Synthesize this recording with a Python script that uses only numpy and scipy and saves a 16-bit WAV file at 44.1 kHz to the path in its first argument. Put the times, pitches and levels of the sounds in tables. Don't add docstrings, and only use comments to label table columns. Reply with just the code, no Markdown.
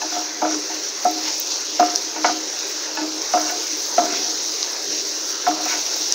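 import sys
import numpy as np
from scipy import signal
from scipy.fft import rfft, irfft
from scipy.io import wavfile
from scipy.ndimage import uniform_filter1d

SR = 44100
rng = np.random.default_rng(int(sys.argv[2]) if len(sys.argv) > 2 else 0)


def materialize(psi):
    bounded = np.clip(np.atleast_2d(psi).T, -1, 1)
    quanta = np.round(bounded * 32767).astype(np.int16)
    wavfile.write(sys.argv[1], SR, quanta)


def volts_from_db(level):
    exponent = np.asarray(level, float) / 20
    return 10 ** exponent


N = 270774


def evened(x):
    return x / np.sqrt(np.mean(x ** 2) + 1e-20)


def read(points, hz):
    f, value = np.transpose(points)
    return np.interp(np.log(hz + 1), np.log(f + 1), value)


def add(mix, s, sound):
    part = mix[round(s * SR):][:len(sound)]
    part += sound[:len(part)]


def band(x, low_hz, high_hz):
    return signal.sosfilt(signal.butter(2, [low_hz, high_hz], "bandpass", fs=SR, output="sos"), x)


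def drift(size):
    once = uniform_filter1d(rng.standard_normal(N), size=size)
    return evened(uniform_filter1d(once, size=size))


def click_of(points, size=4096, floor_db=-90):
    gain_db = np.maximum(read(points, abs(np.fft.fftfreq(size, 1 / SR))), floor_db)
    click = np.fft.ifft(np.exp(np.conj(signal.hilbert(np.log(volts_from_db(gain_db)))))).real
    return click[:size // 2] / abs(click).max()


def coloured(x, points):
    return evened(signal.oaconvolve(x, click_of(points))[:N])


def bursts(per_s, spread_db, clump_db):
    size = volts_from_db(spread_db * np.minimum(rng.exponential(1, N), 5)) * rng.choice([-1, 1], N)
    happens = rng.random(N) < per_s / SR
    return evened(size * happens * volts_from_db(clump_db * drift(500)))


def swells(s, db, held, rise, fall, rest_db=-120):
    t = np.arange(0, N / SR + .002, .001)[:, None]
    early, late = np.maximum(s - t, 0), np.maximum(t - s - np.abs(held), 0)
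    each_db = db - rise * early - fall * late
    gain = np.sqrt((volts_from_db(each_db) ** 2).sum(1) + volts_from_db(rest_db) ** 2)
    return np.interp(np.arange(N) / SR, t[:, 0], gain)


def ringing(modes, free=1, spot_db=0, rise=1e-4):
    hz, db, t60 = np.transpose(modes)[:, :, None]
    t = np.arange(SR // 2) / SR
    partials = volts_from_db(db + spot_db - 60 * t / (t60 * free)) * np.sin(2 * np.pi * hz * t)
    return partials.sum(0) * (1 - np.exp(-t / rise))


# [f/Hz, level/dB]
HUM = [(20, -90), (60, -70), (100, -57), (200, -74), (270, -16), (310, -3.5), (410, -2.5), (560, -6),
       (800, -9.5), (1200, -11), (1600, -12), (3000, -71)]
# [t/s, shake of the stove top/dB, low rolling of the load/dB]
SHOVES = [(.07, -50, -59), (.43, -51, -36.5), (1.045, -50, -37.5), (1.8, -47, -38), (2.29, -48, -36),
          (3.0, -64, -38.5), (3.35, -59, -53), (4.0, -52, -32.5), (4.89, -46, -38), (5.47, -41, -39),
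          (5.65, -61, -43), (6.0, -48, -64)]


def burner():
    noise = rng.standard_normal((2, N))
    roar = irfft(rfft(noise[0]) * volts_from_db(read(HUM, np.fft.rfftfreq(N, 1 / SR))), N)
    rumble = band(band(noise[1], 156, 290), 93, 197)
    s, shake_db, _ = np.transpose(SHOVES)
    shaking = swells(s, shake_db - 4.5, 0, rise=970, fall=190, rest_db=-72)
    return volts_from_db(-38.5) * evened(roar) + shaking * evened(rumble)


# [t/s, crackle level/dB, fine spray level against it/dB]
FRYING = [(0, -27.5, -24), (.2, -27.5, -20), (.31, -30, -23), (.52, -28, -21), (.9, -27.5, -21),
          (1.0, -29.5, -20.5), (1.3, -25, -21.5), (1.6, -27, -22), (2.0, -25.5, -21), (2.14, -29.5, -20.5),
          (2.62, -27, -21), (2.92, -29, -21.5), (3.45, -26, -18.5), (4.55, -25, -20.5), (4.73, -28, -19),
          (4.95, -24.5, -21), (5.45, -28.5, -20), (5.8, -24, -19.5)]
# [t/s, crackle level/dB, spray level/dB, seethe level/dB]
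SPLASHES = [(.012, -44, -62, -56), (.146, -29, -53, -42), (.525, -26.5, -60, -55), (1.052, -32, -51, -50),
            (1.262, -27, -58, -34.5), (1.395, -46, -53, -54), (1.525, -23.5, -64, -57),
            (1.802, -37, -64, -37.5), (2.262, -22.5, -60, -37), (2.53, -42, -60, -49),
            (2.63, -40, -56, -45), (2.71, -45, -50, -43), (2.83, -28, -64, -43), (2.972, -30, -62, -48),
            (3.335, -28, -58, -46), (3.47, -25, -60, -55), (3.62, -39, -60, -42), (3.82, -40, -51, -61),
            (3.96, -27, -60, -55), (3.984, -31, -60, -41), (4.16, -27, -54, -35), (4.52, -39, -60, -55),
            (4.63, -25, -60, -47), (5.29, -25, -50, -58), (5.478, -28, -56, -37), (5.64, -24.5, -60, -57),
            (5.69, -25.5, -51, -38), (5.73, -44, -58, -36), (5.98, -32, -65, -55), (6.12, -71, -57, -42.5)]
# [f/Hz, level/dB]
CRACKLE = [(1530, -65), (2600, -20), (2720, -19.5), (3130, -22.5), (3550, -16), (3800, -8.5), (4900, -5),
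           (5700, 0.5), (6560, -4), (7700, -26), (9000, -27), (11700, -54), (19800, -120)]
# [f/Hz, level/dB]
SPRAY = [(5000, -22), (7500, 4.5), (8600, 4.5), (10500, -2.5), (12000, -2), (13000, 2), (13200, -3),
         (13900, -4), (14400, 4), (15000, 8.5), (15700, 6), (17000, -80)]
# [f/Hz, level/dB]
SEETHE = [(530, -27.5), (900, 0), (1150, -11.5), (1710, -2.5), (1860, -3), (2020, -1.5), (2960, -8),
          (3600, -4), (4680, -21.5), (7920, -120)]


def frying():
    s, *controls = np.transpose(FRYING)
    vigour_db, fine_db = (np.interp(np.arange(N) / SR, s, c) for c in controls)
    seethe_db = -41.5 + 0.18 * (vigour_db + 20)
    steady_db = (vigour_db, vigour_db + fine_db - 6.0, seethe_db)
    s, *splash_db = np.transpose(SPLASHES)
    crackling, spraying, seething = (np.hypot(volts_from_db(steady), swells(s, db, 0, rise=250, fall=127))
                                     for steady, db in zip(steady_db, splash_db))
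    swarm = bursts(per_s=7500, spread_db=-2.5, clump_db=0.6)
    shared = 1.08 * swarm + 0.46 * bursts(per_s=5400, spread_db=4.0, clump_db=-1.0)
    fine = np.zeros(N)
    for low_hz, high_hz in [(5000, 10500), (10500, 13700), (13700, 20000)]:
        own = bursts(per_s=4300, spread_db=0.5, clump_db=2.5)
        fine += band(shared + own, low_hz, high_hz)
    dull = swarm + bursts(per_s=2000, spread_db=1.5, clump_db=-0.5)
    crackle = crackling * coloured(swarm, CRACKLE)
    spray = spraying * volts_from_db(7.0) * coloured(fine, SPRAY)
    return crackle + spray + seething * volts_from_db(1.5) * coloured(dull, SEETHE)


# [f/Hz, variation/dB]
PATCHY_DB = [(300, 1.5), (1000, 2.3), (3000, 2.1), (4000, .9), (15000, 1.2)]


def patchy(x):
    hz, _, z = signal.stft(x, SR, nperseg=512)
    field = uniform_filter1d(rng.standard_normal(z.shape), size=7, axis=0)
    field = uniform_filter1d(field, size=18, axis=1)
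    gain = volts_from_db(read(PATCHY_DB, hz)[:, None] * evened(field))
    return signal.istft(z * gain, nperseg=512)[1][:N]


# [t/s, pressure level/dB, held/s, brightness/dB]
STROKES = [(0, -43, 0.079, -8), (.125, -47.5, 0.066, 2), (.2, -36, 0.015, -14), (.36, -60, 0.042, -11),
           (.458, -32.5, 0.023, -8), (.5, -36.5, 0.046, -4.5), (.62, -66, .4, -7), (1.2, -56, 0.092, 8.5),
           (2.165, -41, 0.037, -7), (2.29, -30, 0.012, -5), (2.33, -52, .02, 0), (3.0, -56, .35, 1),
           (3.42, -43.5, 0.021, 6), (3.47, -38.5, 0.042, 0), (3.515, -49, 0.052, 2.5),
           (4.05, -33.5, 0.095, -8), (4.12, -38, 0.2, -13), (5.58, -33, 0.094, -12), (5.69, -47, 0.04, 8),
           (5.75, -35, 0.036, -8.5)]
# [f/Hz, level/dB, time to fall 60 dB/s]
LOWEST = [(311, -6, .3), (400, -3, .14), (480, -6, .1), (550, -6, .1)]
LOWER = [(585, -12, .1), (630, 0, .26), (660, -1, .22)]
MAIN = [(688, -10, .13), (715, 0, .3), (748, -11, .11)]
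UPPER = [(872, -2, .25), (925, 0, .2)]
RIM = [(990, 0, .07), (1030, -4, .06), (1155, -6, .08), (1212, -3, .15), (1328, -2, .27), (1355, -4, .12),
       (1400, -6, .08), (1445, -8, .08)]
# [f/Hz, level/dB, time to fall 60 dB/s]
FLOOR = [(1480, -2, .34), (1720, -5, .15), (1990, -2, .1), (2190, 1, .1), (2600, -4, .07), (2880, -3, .05)]
# [f/Hz, level/dB]
WOOD = [(250, -38.5), (450, 11), (700, 12), (1300, 8.5), (2000, 2.5), (2800, -3), (6000, -37), (9000, -97)]


def scrape():
    s, db, held, bright_db = np.transpose(STROKES)
    pressing = swells(s, db, held, rise=240, fall=750, rest_db=-91)
    rasping = swells(s, db + bright_db, held, rise=240, fall=750, rest_db=-115)
    s, _, roll_db = np.transpose(SHOVES)
    rolling = swells(s + 0.027, roll_db, 0, rise=71, fall=33, rest_db=-50)
    slips = bursts(per_s=2500, spread_db=2.5, clump_db=1.2)
    body = ringing(MAIN, .22) + volts_from_db(-13) * ringing(LOWER + UPPER, .25)
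    low, main, upper = (evened(signal.oaconvolve(slips, ring)[:N])
                        for ring in (ringing(LOWEST, 0.99), body, ringing(RIM + FLOOR, .45)))
    bright = upper + volts_from_db(3.0) * coloured(slips, WOOD)
    return rolling * low + pressing * main + rasping * bright


# [t/s, loss/dB]
CHOKES = [(.05, 8), (.183, 5), (.25, 12), (.495, 9), (.74, 8), (1.066, 2), (1.08, 4), (1.113, 4),
          (1.13, 11), (1.84, 4), (1.865, 2), (1.95, 8), (2.19, 6), (2.259, 11), (2.316, 16), (3.1, 8),
          (3.372, 3), (3.385, 5), (3.43, 10), (3.57, 10), (3.997, 6), (4.06, 7), (4.115, 9), (5.482, 2),
          (5.497, 8), (5.53, 5), (5.556, 11), (5.677, 14)]


def choking(s, size):
    touches = [c for c in CHOKES if s < c[0] < s + .3] + [(s, 0)]
    at, loss_db = np.transpose(touches)[:, :, None]
    t = s + np.arange(size) / SR
    settled = np.clip((t - at) / .006, 0, 1)
    return volts_from_db(-(np.abs(loss_db) * settled).sum(0))


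# [t/s, peak level/dB, lower notes/dB, upper notes/dB, rim notes/dB]
KNOCKS = [(0.016, -25.5, 0, 7, -10), (.122, -23, -10, -12, -19), (.14, -35, -10, -13, -8),
          (0.164, -18, -18, -5, -8), (.2, -37, -15, 6, -17), (0.418, -22, 7, 10.5, -1),
          (0.423, -12.5, -2.5, -4, -9), (.449, -33, -5, -1, 15), (.466, -40, 25, -4, 0),
          (0.697, -28, -20, 3, -14), (1.051, -4.5, -8.5, -14, -15.5), (1.058, -40, -7, -15, -17),
          (1.795, -3.5, -7, -16, -10.5), (1.803, -26, -4, -5, 11), (1.826, -17, -6, -20, 1),
          (1.879, -35, -8, -17, 9), (2.16, -26, -1, 5, -14), (2.2445, -9.5, -16, 0, -0.5),
          (2.251, -20, 2, 8, -27), (2.264, -16.5, -16, -7, -25), (2.284, -30.5, -10, -12, 10),
          (2.293, -12, -23, -25, -17), (2.972, -33, 11, 15.5, 4), (3.021, -39.5, 18, 13, 8),
          (3.3365, -6.5, -3, -27, -10.5), (3.344, -24, -6, 5, -12), (3.374, -31.5, 20, -14, 13.5),
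          (3.41, -39, -4, -20, -17), (3.52, -24, -14, -18, -14), (3.98, -3, -11, -17, -11.5),
          (3.986, -17, -18, -26, -21), (4.019, -18.5, 6.5, -4, -4), (4.098, -45, -11, -15, -9),
          (5.466, -17.5, -12, 0, 1.5), (5.473, -8, -17, -15, -19), (5.511, -36, 13, -20, 15.5),
          (5.658, -21.5, -19, -20, -5), (5.723, -35, -20, 9, -12)]
# [f/Hz, level/dB, time to fall 60 dB/s]
THUMP = [(256, 0, .1)]
# [t/s, f/Hz]
LOADED = [
    (.15, 715),
    (.42, 723),
    (1.05, 721),
    (1.8, 713),
    (2.25, 707),
    (2.3, 716),
    (3.34, 718),
    (3.98, 703),
    (5.47, 721),
]


def knocks():
    out, t = np.zeros(N), np.arange(4000) / SR
    grain = rng.standard_normal((len(KNOCKS), 2, len(t)))
    spots = 2 * rng.standard_normal((len(KNOCKS), len(RIM), 1))
    rattle_shape = (1 - np.exp(-t / 0.00011)) * volts_from_db(-60 * t / .085)
    wood = click_of(WOOD)
    for (s, db, lower_db, upper_db, rim_db), rough, spot in zip(KNOCKS, grain, spots):
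        force = .07 * rough[0] * np.exp(-t / .003)
        force[:12] += 1.5 * np.hanning(12)
        bend = np.interp(s, *np.transpose(LOADED)) / MAIN[1][0]
        main = np.array(MAIN) * [bend, 1, 1]
        # notes, level in dB, time to build up in s
        parts = [(main, 0, .004), (LOWEST, -14, .006), (THUMP, -19, .004), (LOWER, lower_db - 4, .003),
                 (UPPER, upper_db - 2.0, .002), (RIM, rim_db + 4.5, .0005)]
        for family, share_db, rise in parts:
            ring = signal.fftconvolve(ringing(family, .8, spot[:len(family)], rise), force)
            left = choking(s, len(ring)) ** (0.73 if family is RIM else 1)
            add(out, s, volts_from_db(db + share_db - 2.0) * left * ring / abs(ring).max())
        rattle = signal.fftconvolve(rough[1] * rattle_shape, wood)
        add(out, s, volts_from_db(db + rim_db - 1) * rattle / abs(rattle).max())
    return out


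# [t/s, peak level/dB, off-centre tilt/dB]
FLOOR_TAPS = [(0.016, -5.5, 12), (1.796, -21, -2), (2.161, -12, 0), (2.245, 5, -3), (2.972, -3, 8.5),
              (3.012, -11, 5), (3.41, -18, 0), (3.495, -6, 3), (3.019, -23, 3), (3.337, -14, -6),
              (5.465, -13, -7), (5.659, -12, 6), (5.71, -17, 5), (5.724, -7, -2), (3.981, -23, 3),
              (2.264, -12, -8)]
OFF_CENTRE = [0, 1, -1, -1, 1, 0]


def taps():
    out = np.zeros(N)
    for s, db, off_db in FLOOR_TAPS:
        ring = np.convolve(ringing(FLOOR, .5, off_db * np.c_[OFF_CENTRE], .0002), np.hanning(8))
        add(out, s, volts_from_db(db - 16.0) * ring / abs(ring).max())
    return out


# [t/s, level/dB, held/s]
ROCKING = [(.05, -28.5, 0.012), (.115, -34.5, 0.11), (.295, -38, .02), (.61, -33, 0.018),
           (0.428, -23, .145), (.7, -34, 0.088), (1.091, -28, 0.089), (1.19, -35.5, 0.11),
           (1.73, -34, .005), (1.812, -22.5, 0.039), (1.91, -32, .03), (2.07, -31, .005),
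           (2.177, -30, 0.067), (2.26, -27.5, 0.12), (2.75, -37, 0.016), (2.984, -27, 0.0084),
           (3.019, -22.5, 0.025), (3.08, -29, 0.017), (3.12, -33, 0.092), (3.36, -28, 0.1), (3.5, -39, 0.2),
           (3.73, -32, 0.016), (4.005, -23, 0.03), (4.08, -31, .03), (4.29, -33, .01), (4.45, -42, 0.079),
           (5.35, -34, .005), (5.501, -22, 0.031), (5.62, -31, 0.045), (5.74, -36.5, 0.017),
           (6.001, -35, 0.011)]


def rocking():
    phase = 2 * np.pi * np.cumsum(311 * (1 + .011 * drift(1500))) / SR
    return swells(*np.transpose(ROCKING), rise=2400, fall=340, rest_db=-62) * np.sin(phase)


# [t/s, peak level/dB, f/Hz]
POPS = [(.2618, -11, 5600), (.3457, -10, 6100), (.409, -12, 6150), (.415, -11, 6300), (.5121, -2, 5800),
        (.529, -9, 6200), (.7448, -5, 6100), (1.0467, -5, 5850), (1.2544, -9, 5100), (1.7495, -7, 5700),
        (1.7978, -5, 6200), (1.7994, 0, 4400), (1.802, -4, 5800), (1.8074, -5, 5950), (1.9021, -2, 5350),
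        (1.9535, -2, 5350), (1.9586, 9.5, 5400), (1.9606, -1, 5800), (2.2463, -6, 5350), (2.2622, -8, 5800),
        (2.974, -10, 4830), (3.2188, -2, 5600), (3.3365, -6, 5850), (3.4152, -7, 6300), (4.6287, 5, 4300),
        (5.4719, -7, 5700), (5.5388, -9, 5540), (5.7565, -5, 4800), (5.9438, -3, 5700), (6.1232, 11, 5700)]
# [t/s, peak level/dB, f/Hz]
SPITS = [(1.047, -38, 10000), (1.1114, -39, 14600), (1.3813, -38, 9000), (1.399, -27, 14900),
         (1.605, -42, 11200), (1.7928, -48, 15300), (1.8058, -47, 14900), (1.9586, -34, 11500),
         (2.5905, -45, 15200), (2.6983, -46, 15300), (2.9522, -45, 15500), (3.3992, -42, 15000),
         (3.5114, -44, 15500), (4.0567, -45, 15000), (4.2941, -47, 15050), (4.721, -43, 10000),
         (4.9641, -43, 11500), (5.0888, -44, 15100), (5.4839, -45, 15400), (5.6545, -41, 15500),
         (5.9633, -41, 14700), (6.123, -36, 7840)]


def pops():
    out, t = np.zeros(N), np.arange(300) / SR
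    click, spit = click_of(CRACKLE, floor_db=-46)[:400], click_of(SPRAY)[:400]
    dying = volts_from_db(-60 * t / .002)
    for (s, db, hz), sign in zip(POPS, rng.choice([-1, 1], len(POPS))):
        ring = dying * np.cos(2 * np.pi * hz * t)
        ring[0] += 1.5
        pop = np.convolve(click, ring)
        pop = sign * volts_from_db(db - 8) * pop / abs(pop).max()
        for late, share in ((.0003, 1), (.0011, .3), (.0017, .15), (.0024, -.1), (.0038, .12)):
            add(out, s + late, share * pop)
    for s, db, hz in SPITS:
        drop = np.convolve(spit, dying * np.cos(2 * np.pi * hz * t))
        drop = volts_from_db(db + 15.5) * drop / abs(drop).max()
        for late, share in ((.0002, 1), (.0014, .45), (.0026, -.3)):
            add(out, s + late, share * drop)
    return out


# [f/Hz, time to fall 60 dB/s]
KITCHEN = [(300, 0.3), (1000, 0.66), (5000, 0.13), (15000, 0.058)]


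def kitchen(x):
    echoes = np.zeros(SR // 2)
    at = np.arange(200, SR // 2 - 20, 20)
    echoes[at + rng.integers(0, 20, len(at))] = rng.choice([-1., 1.], len(at))
    hz, t, z = signal.stft(echoes, SR, nperseg=256)
    t60 = np.maximum(read(KITCHEN, hz), .02)[:, None]
    tail = signal.istft(z * volts_from_db(-60 * t / t60), SR, nperseg=256)[1]
    return signal.oaconvolve(x, tail / np.linalg.norm(tail))[:N]


def scene():
    fat, popping = frying(), pops()
    no_bass = signal.butter(5, 230, "highpass", fs=SR, output="sos")
    pan = signal.sosfilt(no_bass, knocks() + taps() + scrape())
    echo = kitchen(volts_from_db(-17.0) * (fat + popping) + volts_from_db(-21) * pan)
    mono = band(popping + pan + echo + rocking() + patchy(fat + burner()), 50, 20000)
    return np.array([mono, mono])


def low_pass(x):
    return signal.sosfilt(signal.butter(12, 17100, fs=SR, output="sos"), x)


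def record(dry):
    clipped = np.clip(dry, -.92, .92)
    edge = signal.firwin(1023, 15790, window=("kaiser", 10), fs=SR)  # low-pass, Hz
    mix = signal.oaconvolve(clipped, edge[None], "same")
    return low_pass(mix)


dry = scene()
out = record(dry)
materialize(out)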